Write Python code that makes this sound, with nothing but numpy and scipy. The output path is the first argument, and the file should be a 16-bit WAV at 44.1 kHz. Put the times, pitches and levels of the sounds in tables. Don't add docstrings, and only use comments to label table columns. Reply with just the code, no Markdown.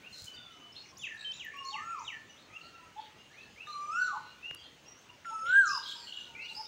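import sys
import numpy as np
from scipy import signal
from scipy.io import wavfile
from scipy.ndimage import uniform_filter1d

SR = 44100
rng = np.random.default_rng(int(sys.argv[2]) if len(sys.argv) > 2 else 0)


def generate_wav(signal):
    frames = np.transpose(np.atleast_2d(signal))
    scaled = np.clip(frames, -1, 1) * 32767
    pcm = np.round(scaled).astype(np.int16)
    wavfile.write(sys.argv[1], SR, pcm)


def undo_db(level):
    steps = np.asarray(level, float) / 20
    return 10 ** steps


N = 294147


def evened(x):
    return x / np.sqrt(np.mean(x ** 2) + 1e-20)


def read(points, hz):
    f, value = np.transpose(points)
    return np.interp(np.log(hz + 1), np.log(f + 1), value)


def over_time(points):
    return np.interp(np.arange(N) / SR, *np.transpose(points))


def add(mix, s, sound):
    part = mix[round(s * SR):][:len(sound)]
    part += sound[:len(part)]


def phase(hz):
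    return 2 * np.pi * np.cumsum(hz) / SR


def slow(count, size):
    return evened(uniform_filter1d(uniform_filter1d(rng.standard_normal(count), size), size))


def banded(x, low_hz, high_hz):
    return signal.lfilter(*signal.butter(2, [low_hz, high_hz], "band", fs=SR), x)


def unroll(rows, edge_s=0.0025, size=200):
    s, *columns = np.transpose(rows)
    t = np.arange(s[0], s[-1], 1 / SR)
    edges = signal.windows.tukey(len(t), min(1, 2 * edge_s * SR / len(t)))
    smooth = [uniform_filter1d(np.interp(t, s, c), size, mode="nearest") for c in columns]
    return s[0], edges, *smooth


# glide end/share of length, loudest point/share, start level/dB, end level/dB, easing/exponent
EVEN = (0.96, 0.56, -1.2, -0.99, 0.98)
HOOT = (0.83, 0.8, -14.5, -13.5, 2.5)
RISE = (1, 0.8, -14, -25, 1.5)
FADE = (1, 0.05, -0.5, -14, 1.5)
SWELL = (0.54, 0.5, -10, -28.5, 1.5)
RASP = (1, 1.2, 1, -8, 1.5)


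def shaped(rows, shape):
    glide_ends, loudest, start_db, end_db, easing = shape
    u = np.linspace(0, 1, num=25)
    swell_db = np.interp(u, [0, np.clip(loudest, .01, .99), 1], [start_db, 0, end_db])
    glide = 1 - np.maximum(1 - u / glide_ends, 0) ** easing
    return [np.column_stack([s + length * u, first + (last - first) * glide, db + swell_db])
            for s, length, first, last, db in rows]


def whistle(notes, second_db, waver, flutter_db, edge_s, third_db=-60, rich_hz=0):
    out = np.zeros(N)
    for rows in notes:
        s, edges, hz, db = unroll(rows, edge_s)
        turn = phase(hz * (1 + waver * slow(len(hz), size=120)))
        rich = np.clip((4700 - hz) / 900, 0, 1) * np.clip((hz - rich_hz) / 700, 0, 1) ** 2
        overtones = undo_db(second_db) * np.sin(2 * turn) + undo_db(third_db) * np.sin(3 * turn)
        level = np.sqrt(2) * undo_db(db + flutter_db * slow(len(hz), size=200))
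        add(out, s, level * edges * (np.sin(turn) + rich * overtones))
    return out


def hiss(colour, patchy_db, frames_wide=10, bins_wide=8):
    hz = np.fft.rfftfreq(1024, 1 / SR)
    a, b, patches = rng.standard_normal((N // 256 + 5, 513, 3)).T
    patches = evened(uniform_filter1d(uniform_filter1d(patches, int(bins_wide), 0), int(frames_wide), 1))
    z = (a + 1j * b) * undo_db(read(colour, hz)[:, None] + patchy_db * patches)
    return evened(signal.istft(z, nperseg=1024, noverlap=768)[1][:N])


# f/Hz, density/dB per Hz
AIR = [(25, -21.5), (45, -15), (85, -0.5), (300, -3.5), (700, -7.5), (1500, -9), (3000, -13.5),
       (6000, -17.5), (9300, -28), (10600, -37), (13800, -54.5), (14600, -29), (15700, -25)]


def air():
    return undo_db(-60.5) * hiss(AIR, 1.97)


# t/s, level/dB
CHORUS = [
    (0, -61),
    (1.0, -67.5),
    (2.3, -65.5),
    (4.2, -63.5),
    (5.201, -66.5),
    (5.9, -64.5),
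    (6.67, -62.5),
]
# f/Hz, level/dB
CHORUS_COLOUR = [(1500, -11), (2200, -1.5), (2900, 3.5), (4200, -9), (5200, -20.5), (6500, -5.5),
                 (8000, -23)]


def chorus():
    return hiss(CHORUS_COLOUR, 2.5, frames_wide=20, bins_wide=5) * undo_db(over_time(CHORUS) - 1.0)


# t/s, half width/s, level/dB
RUSTLE = [
    (.15, .05, -68.5),
    (.24, 0.078, -62),
    (.35, 0.024, -74),
    (5.72, 0.083, -72),
    (5.9, 0.05, -67.5),
    (6.05, 0.46, -75),
    (6.559, 0.099, -72.5),
]
# f/Hz, density/dB per Hz
RUSTLE_COLOUR = [(4800, -4), (7300, -4), (9800, -17.5), (13000, -22.5), (15100, -16)]


def rustle():
    t = np.arange(N) / SR
    level = 0
    for s, width_s, db in RUSTLE:
        level = level + undo_db(db + 7.0 - 15 * np.minimum(((t - s) / width_s) ** 2, 20))
    grain = undo_db(2.6 * slow(N, size=90))
    return level * hiss([(2500, -39.0)] + RUSTLE_COLOUR, 3.0, frames_wide=2.9) * grain


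# t/s, peak level/dB, lowest f/Hz, highest f/Hz, ring/ms
TICKS = [(0.221, -44, 4500, 12000, 2.5), (.243, -37, 4500, 12000, 2.5), (.97, -62, 8000, 15000, 1),
         (.984, -47, 6500, 15000, 1), (1.038, -49, 8200, 14000, 1), (1.148, -56, 8000, 11000, 1),
         (1.159, -53, 4950, 13000, .8), (1.448, -44, 13000, 15600, 4), (1.57, -55, 13270, 15700, 2.7),
         (1.691, -63, 9000, 15000, 3), (4.496, -54, 890, 6000, 1.5), (4.511, -31, 250, 2280, 0.78),
         (4.511, -58, 6000, 13000, 1.5), (4.548, -35, 700, 12000, 1.6), (5.247, -43, 1390, 1970, 7.8),
         (3.667, -47, 1450, 1900, 6), (1.678, -58, 8000, 15000, 2), (1.65, -60, 7500, 15000, 1),
         (5.016, -62, 9000, 15500, 1)]


def ticks():
    out, t = np.zeros(N), np.arange(2000) / SR
    for s, db, low_hz, high_hz, ring_ms in TICKS:
        puff = rng.standard_normal(len(t)) * np.exp(-t * 1000 / ring_ms)
        step = 2.5 * (t < 1.5 / SR)
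        puff = banded(puff - step, low_hz, min(high_hz, 16000))
        add(out, s, undo_db(db) * puff / abs(puff).max())
    return out


# t/s, peak level/dB, f/Hz
THUMPS = [
    (0.22, -45, 95),
    (.243, -44, 113),
    (4.512, -45, 150),
]


def thumps():
    out, t = np.zeros(N), np.arange(2000) / SR
    for s, db, hz in THUMPS:
        add(out, s, -undo_db(db) * np.sin(2 * np.pi * hz * t) * np.exp(-t / 0.0059))
    return out


def faint_birds(count=130):
    when, length, pitch, glide, loud = rng.random((count, 5)).T
    hz = 1700 * 4 ** pitch
    return np.column_stack([when * (N / SR - .1), 0.044 + 0.083 * length, hz * (1.04 - .14 * glide), hz,
                            -77 + 5 * (loud - pitch)])


# t/s, length/s, first f/Hz, last f/Hz, level/dB
DISTANT = [(.355, 0.15, 3640, 3435, -57), (.5, 0.1, 2994, 2990, -60), (1.2, .085, 1700, 1690, -61),
           (.716, 0.025, 4900, 5600, -59), (.815, .02, 5150, 5550, -62), (.82, 0.043, 2760, 2890, -64),
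           (.775, 0.032, 4400, 4900, -67), (.85, 0.03, 5900, 6400, -67), (.945, .025, 4500, 5100, -70),
           (1.63, .015, 4500, 4900, -64), (1.975, .015, 4600, 4900, -67), (.5, 0.053, 5800, 6140, -70),
           (3.38, 0.072, 3240, 4370, -68), (3.695, 0.056, 4050, 4130, -54.5),
           (4.405, 0.065, 2408, 2660, -59.5), (4.85, 0.047, 2734, 2788, -65.5),
           (4.96, 0.043, 6000, 6500, -64.5), (5.68, 0.12, 2410, 3000, -59.5),
           (5.845, 0.021, 6480, 6500, -61), (6.198, 0.022, 6300, 5800, -58), (2.39, 0.06, 4300, 4300, -72),
           (2.495, 0.028, 1900, 2250, -63.5), (3.42, .04, 4380, 4420, -68), (4.25, 0.1, 2800, 2854, -65),
           (6.03, 0.023, 2500, 2440, -59), (6.16, 0.023, 7300, 7250, -64), (6.31, 0.03, 2740, 2650, -59),
           (6.51, .022, 8350, 8400, -70), (6.595, .05, 6150, 6050, -70)]
FADING = [(.122, 0.13, 4195, 4200, -49), (.262, 0.13, 3027, 2970, -49.5), (.332, 0.093, 4640, 4710, -59.5),
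          (2.29, 0.065, 2960, 2830, -59), (2.29, 0.057, 6060, 5770, -61), (2.6, 0.25, 2890, 2700, -59.5),
          (3.18, 0.15, 2810, 2830, -59), (3.42, .08, 1890, 1630, -61.5), (4.556, 0.062, 4730, 4700, -58.5),
          (4.582, 0.1, 3300, 3170, -52), (4.63, .05, 3990, 4400, -61), (6.38, 0.084, 2035, 2270, -50.5)]
SWELLING = [
    (.742, .045, 2900, 4250, -63),
    (1.56, 0.063, 2600, 2832, -41.5),
    (3.33, 0.16, 1954, 2655, -54.5),
    (3.92, 0.11, 2490, 2710, -47.5),
    (4.42, 0.141, 2570, 2855, -40.5),
    (4.85, 0.099, 5350, 5750, -57),
]


def distant_birds():
    notes = shaped(DISTANT, EVEN) + shaped(FADING, FADE) + shaped(SWELLING, SWELL)
    return whistle(notes + shaped(faint_birds(), EVEN), -36, .004, 4.0, .012)


# t/s, length/s, first f/Hz, last f/Hz, level/dB
FAR_LOW = [
    (0, 0.36, 1494, 1512, -70.5),
    (.33, 0.32, 1520, 1196, -66),
    (.55, 0.16, 720, 682, -69.5),
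    (.92, 0.034, 1047, 1100, -59.5),
    (2.48, 0.22, 1235, 1386, -64),
    (2.7, 0.19, 1376, 1298, -62.5),
    (5.42, .08, 535, 521, -58),
    (5.95, 0.35, 1572, 1450, -70.5),
    (6.2, 0.23, 948, 880, -67.5),
    (6.3, 0.4, 1468, 1397, -71),
]
FAR_COOS = [
    (2.79, 0.17, 1006, 975, -64),
    (5.09, 0.068, 1000, 960, -59),
    (5.95, 0.091, 955, 930, -53.5),
    (6.5, 0.09, 880, 900, -56),
]


def far_cuckoos_and_doves():
    return whistle(shaped(FAR_LOW, EVEN) + shaped(FAR_COOS, FADE), -43, 0.011, 2.4, 0.012)


# t/s, length/s, lowest f/Hz, level/dB, stroke height/Hz
RASPS = [(0.87, 0.0403, 5000, -71, 1040), (.735, 0.058, 2782, -55, 1600), (0.85, 0.02, 2100, -53, 800),
         (3.05, .04, 2000, -61, 1400), (3.17, .035, 3300, -66, 500), (3.32, .04, 4000, -67, 400),
         (0.799, 0.068, 4400, -67, 1505), (1.2, .2, 2560, -55, 330), (2.969, 0.11, 3200, -56, 1100),
         (2.6, 0.085, 4100, -58, 700), (4.12, 0.21, 3930, -61, 720), (5.45, 0.12, 2800, -47.5, 1100),
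         (5.24, .1, 2700, -63, 1600), (5.82, .14, 3900, -51, 1300), (5.66, .11, 5400, -55, 1700),
         (0.13, .1, 3900, -54, 650), (5.83, .12, 3700, -48, 740), (5.44, 0.087, 2100, -57, 350),
         (5.668, 0.13, 4920, -40.5, 503), (5.71, 0.115, 3500, -57, 1200), (5.46, .1, 3500, -52, 900),
         (5.815, 0.038, 3200, -47, 1640), (5.838, .068, 3200, -46, 860), (5.9, 0.044, 3000, -43.5, 1500),
         (5.876, 0.23, 7350, -61.5, 400), (6.066, 0.036, 3000, -42, 320), (6.116, .04, 3200, -47, 300),
         (6.7, 0.14, 2800, -46.5, 349), (6.11, .16, 3200, -52, 1300), (6.4, 0.15, 4320, -60, 1300)]
# t/s, length/s, first lowest f/Hz, last lowest f/Hz, level/dB
SLIDES = [(1.85, 0.19, 2505, 2347, -55), (2.365, 0.065, 2880, 4050, -60.5), (3.4, 0.064, 3520, 4103, -71),
          (3.655, 0.066, 3580, 3930, -52), (3.99, 0.11, 4330, 3840, -51), (4.59, 0.1, 2850, 3500, -55),
          (5.085, 0.027, 2330, 2820, -61), (5.945, 0.15, 5000, 4100, -50), (5.6, 0.12, 4090, 3900, -52.5),
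          (5.648, 0.053, 7060, 5300, -42), (5.655, .04, 7000, 6800, -48), (.75, 0.047, 3500, 3900, -56),
          (.735, 0.043, 2750, 3700, -55), (.83, .07, 5350, 5600, -68), (5.66, 0.063, 6030, 5500, -48),
          (5.95, .07, 3200, 3200, -52), (1.5, 0.079, 1900, 2500, -52), (6.55, 0.12, 4610, 4950, -45)]


def warbles():
    level = shaped([(s, length, hz, hz, db) for s, length, hz, db, _ in RASPS], RASP)
    level = [np.column_stack([p, np.full(len(p), row[-1])]) for p, row in zip(level, RASPS)]
    return level + [np.column_stack([p, .14 * p[:, 1]]) for p in shaped(SLIDES, RASP)]


def rasps(octave_db=-27, twelfth_db=-30):
    out, strokes_hz, hoarse_hz, top_db = np.zeros(N), 135, 190, -7
    for rows in warbles():
        s, edges, hz, db, height_hz = unroll(rows, edge_s=.018)
        rate_hz = strokes_hz * undo_db(3.5 * slow(len(hz), size=200))
        stroke = (rng.random() + np.cumsum(rate_hz) / SR) % 1
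        lift = (1 - stroke) ** 2.2 * np.clip(.85 + .15 * slow(len(hz), size=300), .3, 1.1)
        turn = np.exp(1j * phase(hz + height_hz * lift))
        hoarse = signal.butter(2, hoarse_hz / 2, fs=SR)
        a, b = signal.lfilter(*hoarse, rng.standard_normal((2, len(hz))))
        stack = turn + (undo_db(octave_db) * turn ** 2 + undo_db(twelfth_db) * turn ** 3) * (hz < 5400)
        swell = np.sin(np.pi * stroke ** 0.5) ** .5 * undo_db(top_db * lift)
        tone = swell * (a + 1j * b) * stack
        add(out, s, undo_db(db) * edges * evened(tone.real))
    return out


# t/s, peak level/dB, f/Hz
HIGH_BEATS = [(5.6588, -46, 5600), (5.6743, -38.5, 5250), (5.6888, -30.5, 5310), (5.7117, -28, 5220),
              (5.7312, -33, 5074), (5.7456, -26.5, 4990), (5.7751, -35, 4980), (5.8, -44, 5020),
              (5.8215, -44, 4960), (5.9646, -43, 5076), (6.006, -46, 5040)]
MIDDLE_BEATS = [(5.699, -48, 2720), (5.716, -45, 2720), (5.73, -47, 2800), (5.742, -44, 2850),
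                (5.755, -48, 2910), (5.79, -43, 2950), (5.836, -40, 3950), (5.8357, -38, 3810),
                (5.8585, -35, 3260), (5.8788, -35, 3740), (5.8927, -30.5, 3360), (5.9189, -33, 3190)]
LOW_BEATS = [(6.0696, -39, 2920), (6.0908, -35.5, 2910), (6.1208, -35, 2950), (6.1227, -35, 2855),
             (6.1706, -32, 2885), (6.136, -38, 2880), (6.184, -38, 2880), (6.198, -40, 2850),
             (6.215, -38, 2890), (6.226, -39, 2850), (6.24, -41, 2880), (6.2529, -39.5, 2880),
             (6.27, -44, 2900), (2.975, -54, 3280), (2.985, -54, 3700), (3.0, -53, 4300),
             (3.012, -53, 4600), (3.03, -56, 4380), (3.055, -51, 3370), (3.07, -51, 2950)]


def beats(length_s=.01, drop=.05, less_db=-1.5):
    out, u = np.zeros(N), np.linspace(0, 1, int(length_s * SR))
    for s, db, hz in HIGH_BEATS + MIDDLE_BEATS + LOW_BEATS:
        turn = phase(hz * (1 + drop * ((1 - u) ** 2 - .3)))
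        add(out, s, undo_db(db + less_db) * np.sin(np.pi * u ** 0.83) ** 2 * np.sin(turn))
    return out


# t/s, level/dB
TRILL = [
    (1.174, -53),
    (1.192, -47.5),
    (1.208, -42),
    (1.225, -45),
]


def trill(low_hz=3800, rim_hz=1100, length_s=0.0105):
    out, u = np.zeros(N), np.linspace(-1, 1, int(length_s * SR))
    turn = phase(low_hz + rim_hz * u ** 4)
    for s, db in TRILL:
        add(out, s, undo_db(db) * signal.windows.tukey(len(u), .3) * (np.sin(turn) + 0.16 * np.sin(2 * turn)))
    return out


# t/s, length/s, first f/Hz, last f/Hz, level/dB
WHISTLES = [(.6, .125, 2985, 3000, -60), (1.32, 0.024, 3100, 3970, -52), (1.345, .03, 4030, 3940, -57.5),
            (1.65, 0.07, 4240, 4500, -49), (6.348, 0.11, 2290, 2875, -47), (6.36, 0.12, 2050, 2530, -55),
            (6.455, 0.0754, 2903, 2730, -47), (6.9, .035, 3850, 4400, -65),
            (6.415, 0.0327, 3950, 4650, -58), (6.447, .022, 5100, 3200, -54),
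            (6.478, .034, 3250, 4450, -54), (0.82, .02, 3850, 4250, -66), (.757, .04, 4130, 4320, -51),
            (.885, .02, 6050, 5150, -58), (.904, .014, 5150, 5450, -58), (6.44, .03, 5500, 6100, -62),
            (5.09, 0.017, 2750, 2850, -55.5), (3.3, 0.065, 1600, 2200, -64), (3.37, 0.045, 2900, 4900, -68),
            (2.36, .045, 3200, 4100, -66), (3.1, .075, 1850, 1950, -69.5),
            (6.545, 0.022, 4650, 5050, -49.5), (6.655, 0.016, 3640, 3740, -55)]
RISERS = [
    (.02, 0.069, 2085, 2870, -48),
    (2.525, 0.059, 2375, 2824, -45),
    (3.56, .095, 2034, 2920, -47.5),
]


def near_whistles():
    return whistle(shaped(WHISTLES, EVEN) + shaped(RISERS, RISE), -33.0, 0.0018, 3.5, 0.003)


# t/s, pitch factor/1, level/dB
SWOOPS = [
    (0.969, 1.007, -37),
    (1.317, 1, -36.5),
    (1.646, 1.005, -36.5),
    (1.991, 1.007, -37.5),
]
# t/s, f/Hz, level/dB
ARCH = [(-.004, 3700, -27), (.004, 5600, -17), (.013, 6700, -23), (.03, 7050, -24), (.046, 7060, -27),
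        (.051, 6300, -16), (.056, 3950, -22)]
SLIDE = [(.056, 3830, -14), (.072, 3620, -19), (.088, 3070, -9), (0.099, 2770, 1), (.107, 2500, -13),
         (.122, 2070, -15), (.148, 1780, -11), (.185, 1730, -15)]
# t/s, f/Hz, level/dB
BEND = [
    (.993, 3540, -52),
    (1.012, 3490, -53),
    (1.028, 3050, -50),
    (1.036, 2850, -40),
    (1.046, 2600, -39),
    (1.056, 2350, -50),
    (1.082, 1660, -50),
]


def swoops():
    parts = [np.array(part) * [1, factor, 1] + [s, 0, db]
             for s, factor, db in SWOOPS for part in (ARCH, SLIDE)]
    return whistle(parts, -11, .004, 3.5, .003, -42, 2520) + whistle([BEND], -8, .002, 2, .003, -20, 2600)


# t/s, length/s, first f/Hz, last f/Hz, level/dB
STEADY = [
    (1.245, .08, 3120, 3090, -38.5),
    (6.563, 0.059, 5130, 5135, -45),
]


def steady_whistles():
    return whistle(shaped(STEADY, EVEN), -36, .001, .6, .003)


# t/s, length/s, first f/Hz, last f/Hz, level/dB
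HOOTS = [
    (1.712, 0.057, 767, 872, -39.5),
    (2.955, 0.056, 784, 870, -38.5),
    (4.12, 0.064, 774, 860, -38.5),
    (5.295, 0.052, 780, 904, -41),
    (6.56, 0.064, 787, 879, -41.5),
]


def barbet():
    return whistle(shaped(HOOTS, HOOT), -27.0, 0.0027, 1.5, 0.013)


# t/s, f/Hz, level/dB
CUCKOOS = [
    [(1.535, 1134, -53.5), (1.65, 1073, -46), (1.745, 1099, -46), (1.85, 1338, -47), (1.9, 1375, -44.5),
     (1.935, 1342, -39.5), (1.965, 1145, -44), (2.005, 949, -48), (2.04, 828, -55.5)],
    [(3.668, 1223, -47), (3.766, 1163, -45), (3.89, 1205, -41.5), (3.985, 1462, -32.5), (4.022, 1500, -29),
     (4.058, 1465, -37.5), (4.095, 1255, -39), (4.14, 1076, -40), (4.19, 880, -48)],
    [(5.252, 1388, -42.5), (5.33, 1309, -41), (5.44, 1309, -38.5), (5.565, 1608, -19), (5.594, 1618, -17.5),
     (5.625, 1545, -24), (5.665, 1272, -35.5), (5.75, 1074, -41), (5.79, 859, -45)],
]
OVERTONES = [
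    [-50, -80, -60, -51, -64, -74, -68, -74],
    [-49, -66, -48, -52, -60, -66, -65, -66],
    [-48, -70, -52, -51, -70, -58, -52, -72],
]
# f/Hz, level/dB
THROAT = [(2650, -9), (3200, 0), (4850, -26), (5150, -5), (8100, 0), (8600, -9), (9400, -5), (10300, -28),
          (11100, -17), (11800, -32), (13000, -30)]


def cuckoo(follow=0.21):
    out, bright = np.zeros((2, N))
    for call, overtones in zip(CUCKOOS, OVERTONES):
        s, edges, hz, db = unroll(call, edge_s=0.0049, size=400)
        hz = uniform_filter1d(hz, size=700, mode="nearest")
        turn = phase(hz * (1 + 0.0033 * slow(len(hz), size=200)))
        after_top = np.arange(len(hz)) > np.argmax(hz * edges ** 9)
        closing_db = 90 * np.minimum(hz / hz.max() - .93, 0) * after_top
        over = 0
        for k, overtone_db in enumerate(overtones, 2):
            fading = .75 + .55 * slow(len(hz), size=400)
            over = over + undo_db(overtone_db + read(THROAT, k * hz)) * fading * np.sin(k * turn)
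        add(out, s, np.sqrt(2) * edges * undo_db(db + 1.08 * slow(len(hz), size=260)) * np.sin(turn))
        add(bright, s, np.sqrt(2) * edges * undo_db(follow * db + closing_db) * over)
    return out, bright


# t/s, level/dB
FACING = [
    (2.0, -6),
    (4.0, -6.5),
    (5.6, -14.5),
    (5.7, -7),
]


def toward_walls(big):
    return undo_db(over_time(FACING)) * big


# delay/s, level/dB
ECHOES = [
    (0.02, -18),
    (0.037, -22),
]


def wall_echoes(x):
    out = np.zeros(N)
    for delay_s, db in ECHOES:
        add(out, delay_s, undo_db(db) * x)
    return out


# f/Hz, t60/s
YARD = [(500, 0.21), (1500, 0.41), (3000, 0.27), (5000, 0.3), (6500, 0.43), (12000, 0.11)]


def yard(x, first_s=.012, late_db=-19, late_times=2.97):
    taps = np.zeros(SR)
    at = np.arange(int(first_s * SR), SR - 20, 20)
    taps[at + rng.integers(0, 20, len(at))] = rng.choice([-1., 1.], len(at))
    hz, t, z = signal.stft(taps, SR, nperseg=256)
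    fall_db = -60 * t / read(YARD, hz)[:, None]
    decay = undo_db(fall_db) + undo_db(late_db + fall_db / late_times)
    tail = signal.istft(z * decay, SR, nperseg=256)[1]
    before = np.arange(N) < .919 * SR
    parts = [x * before, x * ~before]
    early, later = signal.fftconvolve(parts, [tail / np.linalg.norm(tail)], axes=1)[:, :N]
    return early * before + later


def scene():
    far = distant_birds() + far_cuckoos_and_doves()
    hoarse = rasps() + undo_db(2.5) * beats()
    small = swoops() + near_whistles() + trill()
    steady, hoots = steady_whistles(), barbet()
    big, bright = cuckoo()
    near = steady + big + bright + hoots + small + undo_db(-0.5) * far + undo_db(-4.5) * hoarse
    near = near + wall_echoes(small + far + hoarse)
    to_yard = toward_walls(big) + undo_db(-5.5) * bright + undo_db(-10.5) * hoots + undo_db(-16.5) * steady
    to_yard = to_yard + undo_db(-6) * small + undo_db(-5.0) * far + undo_db(-8.5) * hoarse
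    return (near + yard(to_yard) + chorus() + air() + rustle() + ticks() + thumps())[None]


def roll_off(x):
    return signal.sosfilt(signal.butter(12, 16370, fs=SR, output="sos"), x)


def record(dry):
    thin = signal.lfilter(*signal.butter(2, 55, "high", fs=SR), dry)
    edge = signal.firwin(3001, 15790, window=("kaiser", 9), fs=SR)
    mix = signal.oaconvolve(thin, edge[None], "same")
    return roll_off(mix)


dry = scene()
out = record(dry)
generate_wav(out)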